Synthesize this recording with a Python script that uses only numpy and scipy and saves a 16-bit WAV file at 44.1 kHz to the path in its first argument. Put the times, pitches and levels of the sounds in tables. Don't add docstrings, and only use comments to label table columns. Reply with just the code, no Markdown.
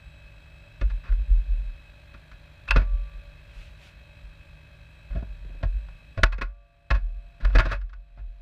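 import sys
import numpy as np
from scipy import signal
from scipy.fft import rfft, irfft
from scipy.io import wavfile

SR = 44100
rng = np.random.default_rng(int(sys.argv[2]) if len(sys.argv) > 2 else 0)


def log_audio(samples):
    frames = np.atleast_2d(samples).T
    limited = np.clip(frames, -1, 1)
    pcm = np.round(limited * 32767).astype(np.int16)
    wavfile.write(sys.argv[1], SR, pcm)


N = 370881
TIME = np.arange(N) / SR

# start in seconds, crunch length in seconds, strength in dB, heft in dB.
BLOWS = [(0.809, .007, -36.5, 2.5), (0.898, 0.0066, -50.5, -2.5), (1.12, 0.0035, -51.5, -2),
         (2.138, 0.0072, -52, -1.5), (2.312, .006, -56.5, -5), (2.676, 0.007, -46.5, -7),
         (2.706, 0.0042, -28.5, -8.5), (2.757, 0.0071, -21, 0), (5.146, .011, -42.5, 9.5),
         (5.223, 0.0036, -47.5, 10.5), (5.627, 0.0068, -33, 6), (5.884, 0.0032, -56, 1.5),
         (6.172, .008, -33, 6.5), (6.232, 0.0045, -10.5, -3), (6.254, 0.0063, -32, -7.5),
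         (6.32, 0.0071, -28, -5.5), (6.379, 0.005, -30.5, -1), (6.41, 0.0071, -19, -4.5),
         (6.903, 0.0053, -17, -1.5), (6.94, 0.011, -30.5, -1.5), (7.447, 0.0037, -32, -1.5),
         (7.549, .008, -18, -0.5), (7.582, 0.011, -9, -2.5), (7.651, 0.0077, -15.5, 1),
         (7.711, 0.0077, -14, -2.5), (7.811, 0.0044, -47.5, -8.5), (7.891, 0.0049, -52, -7),
         (7.929, 0.0046, -43.5, -7.5), (8.17, 0.013, -42.5, 4.5)]


def stones(grain_db=3.5, clump_db=1.0, rattle_db=-26, rattle_t60_s=0.3, crack_share=0.54):
    # frequency in Hz, relative level in dB, t60 in seconds.
    panel_modes = [(369, -9.5, 0.067), (550, -12, 0.079), (567.7, 2.5, 0.042), (660, 1.5, 0.037),
                   (766, -17, 0.1)]
    stone_modes = [(894, -9, 0.13), (1095, -14.5, 0.086), (1080, -4, 0.092), (1262, -2.5, 0.016),
                   (1416, 4, 0.039), (1473, 3, 0.046), (1664, 7, 0.029), (1876, -5.5, 0.034),
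                   (2140, -13.5, 0.021), (2113, -13, 0.053), (2253, -2.5, 0.03), (2552, 1.5, 0.032)]
    # frequency in Hz, relative density in dB.
    thud_spectrum = [(40, -9.5), (90, 12), (130, 0.5), (190, -2), (270, -9), (380, -12.5), (520, -22),
                     (1500, -51), (8000, -94.5)]
    crack_spectrum = [(300, -30.5), (800, -20.5), (1050, 1), (1700, 0), (2000, -1.5), (2500, -1),
                      (3000, -19.5), (5000, -28.5), (14000, -58)]
    grit_spectrum = [(1200, -28.5), (2400, 18.5), (3000, 6), (3800, 4.5), (4500, 0), (5200, -4),
                     (7000, -17.5), (10000, -39), (15000, -51)]
    out, t = np.zeros(N), TIME[:SR // 6]
    highpass = signal.butter(2, 750, "high", fs=SR, output="sos")

    def onset_rms_one(x):
        return x / np.sqrt(np.mean(x[:SR // 40] ** 2))

    def steps(hold_samples):
        return np.repeat(rng.standard_normal(len(t)), hold_samples)[:len(t)]

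    for start_s, crunch_s, strength_db, heft_db in list(BLOWS) + slips():
        crush = (t / crunch_s) ** 1.52 * np.exp(1.5 - 1.48 * t / crunch_s)
        rattle = from_db(rattle_db - 60 * t / rattle_t60_s)
        roughness = from_db(grain_db * steps(20) + clump_db * steps(110))
        force, crumbs = (crush + rattle) * roughness * rng.standard_normal((2, len(t)))
        thud = colour(force, thud_spectrum)
        panel = signal.fftconvolve(force, ringing(panel_modes, t))[:len(t)]
        stone = signal.fftconvolve(force, ringing(stone_modes, t))[:len(t)]
        stone = onset_rms_one(signal.sosfilt(highpass, stone))
        crack = onset_rms_one(colour(crumbs, crack_spectrum))
        clack = np.sqrt(1 - crack_share) * stone + np.sqrt(crack_share) * crack
        grit_pole = np.exp(-2 * np.pi * 50 / crunch_s / SR)
        grit = signal.lfilter([1 - grit_pole], [1, -grit_pole], colour(crumbs, grit_spectrum))
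        parts = [(thud, strength_db + heft_db),
                 (panel, strength_db + 0.5 * heft_db - 7),
                 (clack, strength_db - heft_db - 1),
                 (grit, 0.94 * (strength_db - heft_db) - 11)]
        for part, db in parts:
            add(out, start_s, from_db(db) * onset_rms_one(part))
    return out


def slips(count=5, crunch_s=0.011, spread_db=0.5):
    # start in seconds, length in seconds, strength in dB, heft in dB.
    scrapes = [(1.028, .06, -55.5, -3), (2.738, 0.082, -40, 1), (5.099, .1, -52.5, 5),
               (5.423, 0.27, -61, 10.5), (7.39, .16, -44, 1), (7.611, 0.14, -29, -4.5)]
    rows = []
    for start_s, length_s, db, heft_db in scrapes:
        times_s = start_s + length_s * (np.arange(count) + .5 * rng.random(count)) / count
        rows += [(s, crunch_s, db - spread_db * rng.standard_normal(), heft_db) for s in times_s]
    return rows


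def grab(jaw_hz=688, jaw_t60_s=12):
    # start in seconds, clink gain in dB, shell ring gain in dB.
    hits = [(2.687, -31, -62), (2.709, -17, -48.5), (6.235, -34.5, -43.5), (6.908, -23.5, -58.5),
            (7.59, -34, -54)]
    # frequency in Hz, relative level in dB, t60 in seconds.
    tine_modes = [(2698, -4, 0.087), (2589, 5.5, .05), (1110, -3, 0.062), (3547, -27, 0.2)]
    shell_modes = [(571, -3, 3), (1163, 2.5, 1.4), (1410, -14, 1.4), (1440, -10, 1.7)]
    # start in seconds, level in dB.
    jaw_hits = [(6.233, -53), (7.59, -56.5)]
    out, jaw_energy, t = np.zeros(N), np.zeros(N), TIME[:3 * SR]
    for start_s, clink_db, ring_db in hits:
        add(out, start_s, from_db(clink_db) * ringing(tine_modes, t[:SR // 2]))
        add(out, start_s, from_db(ring_db) * ringing(shell_modes, t))
    for start_s, db in jaw_hits:
        add(jaw_energy, start_s, from_db(db - 60 * t / jaw_t60_s) ** 2)
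    return out + np.sqrt(jaw_energy) * np.sin(2 * np.pi * jaw_hz * TIME)


def rocking(rock_hz=44.36, gain_db=-1.14, wobble_db=4.0):
    # start in seconds, relative level in dB, t60 in seconds.
    bounces = [(.812, -6, .17), (.9, -17, 0.34), (1.086, -9, .47), (1.274, -12.5, 0.74),
               (1.467, -19.5, 0.83), (2.69, -8, 1.06), (3.55, -30, 0.58), (4.221, -33.5, 0.69),
               (5.096, -22, 1.65), (5.44, -23, 1.25), (5.63, -15, 0.67), (6.229, 17, 0.14),
               (6.9, -5.5, 0.74), (7.414, -13.5, 3.3), (7.57, -1, 0.69), (8.179, -18, 0.86)]
    bounce_rise_s = 0.02
    jolt_db, jolt_t60_s, jolt_rise_s = 10.5, 0.53, 0.0078
    swings = [(s, db, t60_s, bounce_rise_s) for s, db, t60_s in bounces]
    swings += [(s, db + jolt_db, jolt_t60_s, jolt_rise_s) for s, _, db, _ in BLOWS]
    energy, t = np.zeros(N), TIME[:2 * SR]
    for start_s, db, t60_s, rise_s in swings:
        rise = 1 - np.exp(-(t / rise_s) ** 2)
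        add(energy, start_s, (rise * from_db(db - 60 * t / t60_s)) ** 2)
    cycles = np.cumsum(rock_hz * (1 + .1 * drift(10))) / SR
    return from_db(gain_db + wobble_db * drift(9)) * np.sqrt(energy) * np.sin(2 * np.pi * cycles)


def pump(fan_hz=50.12, whine_db_per_hz=2.6, fade_db_per_s=0.42):
    # time in seconds, rotation rate in Hz.
    speed_curve = [(0, 107.8), (.35, 107.3), (.95, 108), (1.12, 107.25), (1.7, 107.3), (2.6, 106.1),
                   (2.9, 107.1), (3.8, 107.25), (4.7, 106.95), (5.0, 107.9), (5.35, 106.8), (5.8, 107.6),
                   (7.2, 107.5), (7.9, 108), (8.41, 106.3)]
    # multiple of the shaft rate, base level in dB.
    pump_lines = [(1, -61), (6, -79), (11, -82), (16, -79), (23, -83), (24, -63), (25, -77), (30, -85),
                  (36, -74), (48, -87), (71, -94), (72, -85.5)]
    fan_lines = [(3, -60), (5, -77), (17, -80), (19, -80), (23, -78), (29, -80), (31, -74), (32, -77),
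                 (33, -76), (47, -77), (50, -73), (51, -70), (52, -76), (64, -83)]
    shaft_hz = in_time(speed_curve)
    whine_db = -0.05 + whine_db_per_hz * (shaft_hz - shaft_hz.mean()) - fade_db_per_s * TIME
    pump_turns = np.cumsum(shaft_hz + .09 * drift(12)) / SR
    fan_turns = fan_hz * TIME
    whine = from_db(whine_db) * harmonics(pump_lines, pump_turns)
    return whine + harmonics(fan_lines, fan_turns) + whirr(fan_turns) + hums()


def whirr(fan_turns, level_db=-55, throb_depth=0.31, repeat_share=0.19):
    # frequency in Hz, relative density in dB.
    spectrum = [(250, 4.5), (450, -4), (590, 6.5), (800, -3.5), (1300, -1), (1650, 2), (2100, -1),
                (2600, 3), (2900, -6), (3250, -0.5), (3600, -7.5), (3950, -0.5), (4700, -13.5), (8000, -25)]
    # time in seconds, gain in dB.
    gain_curve = [(0, -4.5), (3.3, -3.5), (6.1, -6), (8.41, -4)]
    one_turn = rng.standard_normal(880)
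    looped = np.interp(fan_turns % 1, np.linspace(0, 1, len(one_turn)), one_turn)
    buzz = rms_one(colour(looped, spectrum))
    rush = noise(spectrum) * (1 + throb_depth * np.sin(2 * np.pi * fan_turns))
    mix = np.sqrt(repeat_share) * buzz + np.sqrt(1 - repeat_share) * rush
    return from_db(level_db + in_time(gain_curve)) * mix


def hums(waver_db=2.3, waver_hz=3):
    # frequency in Hz, rms level in dB.
    tones = [(175, -72), (573, -70), (620, -78), (8629, -93)]
    out = np.zeros(N)
    for hz, db in tones:
        amplitude = np.sqrt(2) * from_db(db + waver_db * drift(6.7))
        cycles = np.cumsum(hz + waver_hz * drift(11)) / SR
        out += amplitude * np.sin(2 * np.pi * cycles)
    return out


def valve():
    # centre in seconds, half length in seconds, level in dB.
    spurts = [(3.61, 0.092, -56.5), (3.852, 0.06, -55)]
    # frequency in Hz, relative density in dB.
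    spectrum = [(1000, 3), (2600, 11.5), (4000, 3.5), (6000, -4), (9000, -11), (13500, -19), (16000, -24.5)]
    flow = sum(from_db(db) * np.exp(-((TIME - s) / half_s) ** 2) for s, half_s, db in spurts)
    return flow * noise(spectrum)


def room(x, t60_s=0.14, cutoff_hz=5000):
    t = TIME[:SR // 2]
    tail = rng.standard_normal(len(t)) * from_db(-60 * t / t60_s) * (t > .008)
    tail = signal.sosfilt(signal.butter(2, cutoff_hz, fs=SR, output="sos"), tail)
    return signal.fftconvolve(x, tail / np.sqrt(np.sum(tail ** 2)))[:N]


def air(level_db=-50):
    # frequency in Hz, relative density in dB.
    spectrum = [(20, -17.5), (40, 3), (65, 4), (110, -9), (170, -23.5), (250, -28), (600, -35), (3000, -49),
                (9000, -50.5), (15000, -74)]
    return from_db(level_db) * noise(spectrum)


def ringing(modes, t):
    hz, db, t60_s = np.transpose(modes)[:, :, None]
    strength_db = db + rng.standard_normal(db.shape)
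    signs = rng.choice([-1, 1], db.shape)
    return np.sum(signs * from_db(strength_db - 60 * t / t60_s) * np.sin(2 * np.pi * hz * t), axis=0)


def harmonics(lines, turns, flutter_db=1.8):
    return np.sqrt(2) * sum(from_db(db + flutter_db * drift(7)) * np.sin(2 * np.pi * multiple * turns)
                            for multiple, db in lines)


def drift(rate_hz):
    hop, settle = 40, 2000
    pole = np.exp(-2 * np.pi * rate_hz * hop / SR)
    white = rng.standard_normal(N // hop + settle + 2)
    slow = signal.lfilter([1], [1, -2 * pole, pole * pole], white)[settle:]
    return np.interp(np.arange(N) / hop, np.arange(len(slow)), rms_one(slow))


def colour(x, spectrum, size=4096):
    hz, db = np.transpose(spectrum)
    grid_hz = np.maximum(np.arange(size // 2 + 1) * SR / size, 1)
    gain = from_db(np.interp(np.log(grid_hz), np.log(hz), db))
    cepstrum = irfft(np.log(gain))
    cepstrum[1:size // 2] *= 2
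    cepstrum[size // 2 + 1:] = 0
    return signal.fftconvolve(x, irfft(np.exp(rfft(cepstrum))))[:len(x)]


def noise(spectrum):
    return rms_one(colour(rng.standard_normal(N), spectrum))


def from_db(db):
    return np.exp(np.asarray(db) * (np.log(10) / 20))


def rms_one(x):
    return x / np.sqrt(np.mean(x ** 2) + 1e-20)


def in_time(rows):
    return np.interp(TIME, *np.transpose(rows))


def add(out, start_s, x):
    at = round(start_s * SR)
    out[at:at + len(x)] += x[:N - at]


def scene(room_db=-21):
    knocks = stones() + grab()
    return (knocks + pump() + valve() + from_db(room_db) * room(knocks) + rocking() + air())[None]


def record(dry, threshold_db=-8, attack_s=0.0039, release_db_per_s=10.5, ceiling=0.43, cutoff_hz=15300):
    excess_db = np.maximum(20 * np.log10(np.abs(dry[0]) + 1e-9) - threshold_db, 0)
    release_db = release_db_per_s * TIME
    held_db = np.maximum.accumulate(excess_db + release_db) - release_db
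    pole = np.exp(-1 / (attack_s * SR))
    ducked = dry * from_db(-signal.lfilter([1 - pole], [1, -pole], held_db))
    clipped = ducked / (1 + (ducked / ceiling) ** 10) ** (1 / 10)
    return signal.sosfilt(signal.ellip(10, .2, 80, cutoff_hz, fs=SR, output="sos"), clipped)


dry = scene()
out = record(dry)
log_audio(out)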